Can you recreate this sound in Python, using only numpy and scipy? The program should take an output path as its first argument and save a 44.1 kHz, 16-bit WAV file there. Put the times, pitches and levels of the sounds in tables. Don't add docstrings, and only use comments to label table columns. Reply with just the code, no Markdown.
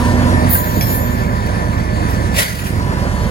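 import sys
import numpy as np
from scipy import signal
from scipy.fft import rfft, irfft, next_fast_len
from scipy.io import wavfile
from scipy.ndimage import uniform_filter1d, minimum_filter1d, map_coordinates

SR = 44100
rng = np.random.default_rng(int(sys.argv[2]) if len(sys.argv) > 2 else 0)


def generate_wav(sig):
    pcm = np.round(np.clip(np.atleast_2d(sig).T, -1, 1) * 32767).astype(np.int16)
    wavfile.write(sys.argv[1], SR, pcm)


def natural_amplitude(level_db):
    exponent = np.asarray(level_db, float) / 20
    return 10 ** exponent


N = 145530
T = np.arange(N) / SR

# pitch_hz, left_lead_rad
LEAD_ENGINE = [(0, 0), (400, 1.35), (1290, 3), (2300, 6), (2900, 9.2), (3500, 11.2), (4650, 12.8),
               (6720, 18.9), (8180, 22), (9300, 15.7), (10300, 4 * np.pi), (11800, 4 * np.pi),
               (12500, 3 * np.pi), (13700, 3 * np.pi), (14800, 2 * np.pi)]


def unit(x):
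    return x / np.sqrt(np.mean(x ** 2) + 1e-20)


def along(points, hz):
    f, v = np.transpose(points)
    return np.interp(np.log(hz + 1), np.log(f + 1), v)


def curves(rows, outside=None):
    s, *columns = np.transpose(rows)
    return [np.interp(T, s, column, outside, outside) for column in columns]


def wobble(rate):
    coarse = T[::16]
    knots = rng.standard_normal(int(N * rate / SR) + 4)
    return np.interp(T, coarse, map_coordinates(knots, [coarse * rate]))


def filtered(x, response):
    m = next_fast_len(N + 8192)
    return irfft(rfft(x, m) * response(np.fft.rfftfreq(m, 1 / SR)), m)[..., :N]


def peaked(x, peaks):
    def response(f):
        return 1 + sum(natural_amplitude(db) * 1j * f * width / (hz * hz - f * f + 1j * f * width)
                       for hz, width, db in peaks)
    return filtered(x, response)


def rush(spectrum, patchy_db):
    z = signal.stft(rng.standard_normal((2, N)), nperseg=512)[2]
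    field = uniform_filter1d(rng.standard_normal(z.shape[1:]), size=6, axis=0)
    field = uniform_filter1d(field, size=10, axis=1)
    pair = signal.istft(z * natural_amplitude(patchy_db * unit(field)), nperseg=512)[1][:, :N]
    return unit(filtered(pair, lambda hz: natural_amplitude(along(spectrum, hz))))


def narrow(hz, width_hz):
    steady = 1.5
    slow = np.array([[steady + wobble(width_hz), wobble(width_hz)] for _ in range(2)])
    phase = 2 * np.pi * np.cumsum(hz + width_hz / 4 * wobble(10)) / SR
    return unit(slow[:, 0] * np.cos(phase) + slow[:, 1] * np.sin(phase))


def struck(s, db, modes, attack_s):
    t = np.clip(T - s, 0, None)
    ringing = sum(natural_amplitude(level - 60 * t / t60) * np.sin(2 * np.pi * hz * t + wobble(65))
                  for hz, level, t60 in modes)
    return natural_amplitude(db) * (1 - np.exp(-t / attack_s)) * ringing


def throb(phase):
    facing = [-9, -10, -19, -2, -1, -8, 0, -10, -10, -6, -7, -8, -19, -19, -20, -10, -9, -13, -9, -21, -19,
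              -12, -19, -24]
    turned_away = [-8, -5, -11, -3, -6, -6, -4, -4, -3.5, -11, -13, -11, -10, -10, -15, -9, -12, -8, -8,
                   -17, -14, -9, -14, -20]
    first_order, turns_s, turn_takes_s = 5, .55, .15
    waver_db, drift_rad = 2, .3
    away = np.clip((T - turns_s) / turn_takes_s, 0, 1)
    lines = []
    for order, (facing_db, away_db) in enumerate(zip(facing, turned_away), first_order):
        level_db = facing_db + away * (away_db - facing_db) + waver_db * wobble(2.51)
        angle = order * phase + rng.uniform(0, 2 * np.pi) + drift_rad * wobble(2.87)
        lines.append(natural_amplitude(level_db) * np.exp(1j * angle))
    return unit(np.array([np.real(sum(lines)), np.imag(sum(lines[::2]))]))


def gear_whine():
    # first_hz, last_hz, width_hz, first_db, last_db
    gears = [(968, 955, 11, 1, -12), (1012, 983, 11, -2, 3)]
    gone = T / T[-1]
    return sum(natural_amplitude(db + (last_db - db) * gone) * narrow(first_hz + (last_hz - first_hz) * gone, width_hz)
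               for first_hz, last_hz, width_hz, db, last_db in gears)


def faint_whines():
    # first_hz, width_hz, first_db, last_db
    whines = [(615, 26, -33, -40), (1787, 20, -35, -37), (2135, 40, -54, -40), (4525, 50, -49, -48)]
    sink = .027
    gone = T / T[-1]
    return sum(natural_amplitude(db + (last_db - db) * gone + 2 * wobble(15)) * narrow(hz * (1 - sink * gone), width_hz)
               for hz, width_hz, db, last_db in whines)


def engine():
    # time_s, cycle_hz
    firing = [(0, 8.39), (1.1, 8.36), (2.3, 8.33), (2.9, 8.26), (3.3, 8.24)]
    # time_s, bass_db, roar_db, fan_hiss_db, hum_db, gear_whine_db
    layers = [(0, -17, -21, -32, -17, -28.5), (.25, -14.5, -20, -33.5, -17.5, -29.5),
              (.5, -15, -19.5, -32.5, -18, -31.5), (.6, -19.5, -25, -36, -39, -28),
              (.8, -18.5, -23.5, -33.5, -30.5, -34), (1.1, -18.5, -24, -38, -20, -37.5),
              (1.5, -18.5, -23.5, -39, -36, -32.5), (1.9, -17.5, -23.5, -37.5, -44, -39),
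              (2.3, -17.5, -24, -35.5, -40, -33.5), (2.7, -20.5, -27, -42, -53, -41.5),
              (2.85, -18.5, -24, -36, -38, -31), (3.3, -17.5, -25, -37.5, -33, -39)]
    # pitch_hz, level_db
    rumble_spectrum = [(15, -28), (25, -76), (70, -3.5), (108, -1.5), (209, -6.5), (365, -10.5),
                       (400, -13.5), (520, -17), (880, -120)]
    roar_spectrum = [(150, -87), (250, -2), (438, -11), (491, -5), (826, -11), (976, -9), (1320, -15),
                     (1780, -12), (1900, -15), (3000, -31), (3900, -34.5), (6600, -120)]
    hiss_spectrum = [(1470, -25), (2500, -7), (4110, -6.5), (4510, -5.5), (6920, -9.5), (7830, -11),
                     (10500, -12.5), (13000, -19.5), (14200, -19), (16000, -23)]
    throb_db, rumble_db, hum_order, hum_knots_hz = -1.5, -7, 29, 2.5
    cycle_hz, = curves(firing)
    bass_db, roar_db, hiss_db, hum_db, gear_db = curves(layers)
    phase = 2 * np.pi * np.cumsum(cycle_hz) / SR
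    rumble = natural_amplitude(rumble_db + 2.5 * wobble(8.42)) * rush(rumble_spectrum, patchy_db=-2.0)
    bass = natural_amplitude(bass_db) * (natural_amplitude(throb_db) * throb(phase) + rumble)
    shared_db = 0.78 * wobble(8.845) + 0.32 * np.cos(2 * phase)
    roar = natural_amplitude(roar_db + shared_db) * rush(roar_spectrum, patchy_db=1.14)
    hiss = natural_amplitude(hiss_db + shared_db + 0.7 * wobble(24.32)) * rush(hiss_spectrum, patchy_db=2.0)
    hum = natural_amplitude(hum_db + 0.83 * wobble(3.3)) * np.sin(hum_order * phase + 0.47 * wobble(hum_knots_hz))
    hum_pair = hum * [[1], [.3]]
    whines = natural_amplitude(roar_db - roar_db.mean()) * faint_whines()
    return bass + roar + hiss + hum_pair + natural_amplitude(gear_db) * gear_whine() + whines


def squeal():
    # time_s, level_db
    envelope = [(.485, -64), (.51, -30.5), (.6, -33), (.75, -33.5), (.83, -28), (.97, -28), (1.05, -35.5),
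                (1.2, -48), (1.5, -77)]
    # pitch_hz, width_hz, level_db at the loudest, share of the squeal's swings followed
    wheel_modes = [(6869, 30, -11, .35), (12592, 24, -3, 1), (12672, 18, -1, 1), (14500, 50, -10, .55)]
    # pitch_hz, level_db
    rasp_spectrum = [(8000, -30), (11500, -11), (12600, 13), (14500, 6), (15700, -21)]
    level_db, = curves(envelope, -120)
    top_db = level_db.max()
    modes = sum(natural_amplitude(top_db + db + share * (level_db - top_db) + wobble(8.2)) * narrow(hz, width_hz)
                for hz, width_hz, db, share in wheel_modes)
    begun = T > envelope[0][0]
    return begun * modes + natural_amplitude(level_db) * rush(rasp_spectrum, patchy_db=2.5)


def scrapes():
    # start_s, rise_s, hold_s, t60_s, level_db, treble_tilt_db (per octave about 10 kHz)
    bursts = [(0.487, 0.0063, 0.053, 0.43, -16, 18), (0.505, 0.025, 0.041, 0.17, -21.5, -1),
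              (.809, .001, .012, .15, -24, -8), (0.903, 0.013, 0.025, 0.24, -29.5, -2),
              (1.461, 0.0018, 0.0072, 0.071, -34.5, -3), (2.083, 0.011, 0.041, 0.22, -42, 7)]
    # pitch_hz, level_db
    scrape_spectrum = [(1500, -24), (2500, -12), (6000, -10), (9000, -7), (11000, 0), (13000, -3),
                       (15800, -3)]
    # pitch_hz, width_hz, gain_db
    resonances = [(10530, 60, 10), (11360, 70, 10), (12190, 60, 5), (13770, 60, 9), (14510, 100, 10)]
    total = 0
    for start, rise, hold, t60, db, tilt_db in bursts:
        t = T - start
        shape = np.clip(t / rise, 0, 1) * natural_amplitude(-60 * np.clip(t - rise - hold, 0, None) / t60)
        colour = [(hz, level + tilt_db * np.log2(hz / 10000)) for hz, level in scrape_spectrum]
        total = total + natural_amplitude(db + 1.9 * wobble(140)) * shape * rush(colour, patchy_db=6.5)
    return peaked(total, resonances)


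def knock_and_clank():
    # pitch_hz, level_db, t60_s
    knock_modes = [(1575, 7, 0.08), (2070, -6, 0.057)]
    clank_modes = [(2300, -1, .1), (3340, -1, .2), (4090, -10, .5), (4740, 1, .08), (5160, -4, .6),
                   (5350, -1, .5), (5710, 3, .12)]
    knock = struck(.55, -15, knock_modes, attack_s=0.0023)
    clank = struck(.809, -26, clank_modes, attack_s=0.00035)
    return (knock + clank) * [[1], [0]]


def wheel():
    return squeal() + scrapes() + knock_and_clank()


def air():
    # time_s, level_db
    release = [(2.335, -32), (2.36, -19.5), (2.395, -7.5), (2.425, -10), (2.45, -14), (2.55, -22),
               (2.7, -31.5), (2.8, -37)]
    # pitch_hz, level_db
    jet_spectrum = [(240, -43), (400, -13), (607, -5), (826, -15), (935, -7), (1180, -20), (1440, -6),
                    (1960, -10.5), (2880, -13), (4730, -20), (11800, -18), (13100, -18.5), (16000, -23)]
    # pitch_hz, width_hz, gain_db
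    mouth = [(1967, 120, 5), (4800, 250, 3)]
    body_below_hz, body_extra_fade = 1250, .3
    level_db, = curves(release, -120)
    jet = natural_amplitude(1.5 * wobble(120)) * rush(jet_spectrum, patchy_db=2.5)
    body = filtered(jet, lambda hz: hz < body_below_hz)
    faded_body = natural_amplitude(body_extra_fade * (level_db - level_db.max())) * body
    return peaked(natural_amplitude(level_db) * (jet - body + faded_body), mouth)


def heard(pair, lead):
    # pitch_hz, likeness (0-1)
    likeness = [(100, .96), (300, .92), (800, .8), (1500, .72), (3000, .55), (9500, .55), (10300, 1),
                (16000, 1)]
    # pitch_hz, left_over_right_db
    tilt = [(60, -7), (200, -6.5), (450, -2.5), (900, .5), (2200, -2), (3300, 5), (4600, 0), (8100, -3),
            (10300, 0)]

    def blend(hz):
        angle = np.arccos(np.clip(along(likeness, hz), 0, 1)) / 2
        return np.array([np.cos(angle), np.sin(angle)])

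    direct, scattered = filtered(pair, blend)
    sign = np.array([[1], [-1]])

    def difference(hz):
        phase = np.interp(hz, *np.transpose(lead))
        return natural_amplitude(sign * along(tilt, hz) / 2) * np.exp(.5j * sign * phase)

    return filtered(direct + sign * scattered, difference)


def turned(pair):
    # time_s, left_lead_s
    bearing = [(0, -.00025), (.5, 0), (2.3, 0), (3.3, -.0002)]
    lead_s, = curves(bearing)
    low = filtered(pair, lambda hz: hz < 6000)
    moved = [map_coordinates(channel, [(T + side * lead_s / 2) * SR], mode="nearest")
             for channel, side in zip(low, (1, -1))]
    return pair - low + moved


def scene():
    lead_wheel = LEAD_ENGINE[:-4] + [(11700, 4 * np.pi), (13150, 3 * np.pi), (13650, 3 * np.pi),
                  (13800, 2.5 * np.pi), (15200, 2 * np.pi)]
    passing = turned(heard(engine(), LEAD_ENGINE))
    return passing + heard(wheel(), lead_wheel) + heard(air(), LEAD_ENGINE)


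def roll_off(x):
    return signal.sosfilt(signal.butter(12, 16480, fs=SR, output="sos"), x)


def record(dry):
    duck_over_db, duck_ratio = -18.5, 0.89
    hold_s, recover_db_s, smooth_s = .13, 52, 0.022
    sensed = filtered(dry, lambda hz: (hz > 1300) * (hz < 6000))
    power = uniform_filter1d((sensed ** 2).mean(0), size=1300)
    level_db = 10 * np.log10(np.abs(power) + 1e-12)
    need_db = duck_ratio * np.clip(level_db - duck_over_db, 0, None)
    late_db = np.interp(T - hold_s, T, need_db)
    slope_db = recover_db_s * T
    recovering_db = np.maximum(np.maximum.accumulate(late_db + slope_db) - slope_db, 0)
    half = round(hold_s * SR / 2)
    held_db = -minimum_filter1d(-need_db, size=2 * half + 1, origin=half)
    keep = np.exp(-1 / (smooth_s * SR))
    cut_db = signal.lfilter([1 - keep], [1, -keep], np.maximum(recovering_db, held_db))
    ducked = filtered(dry * natural_amplitude(-cut_db), lambda hz: hz < 15900)
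    clipped = ducked / (1 + np.abs(ducked) ** 6) ** (1 / 6)
    return roll_off(clipped)


dry = scene()
out = record(dry)
generate_wav(out)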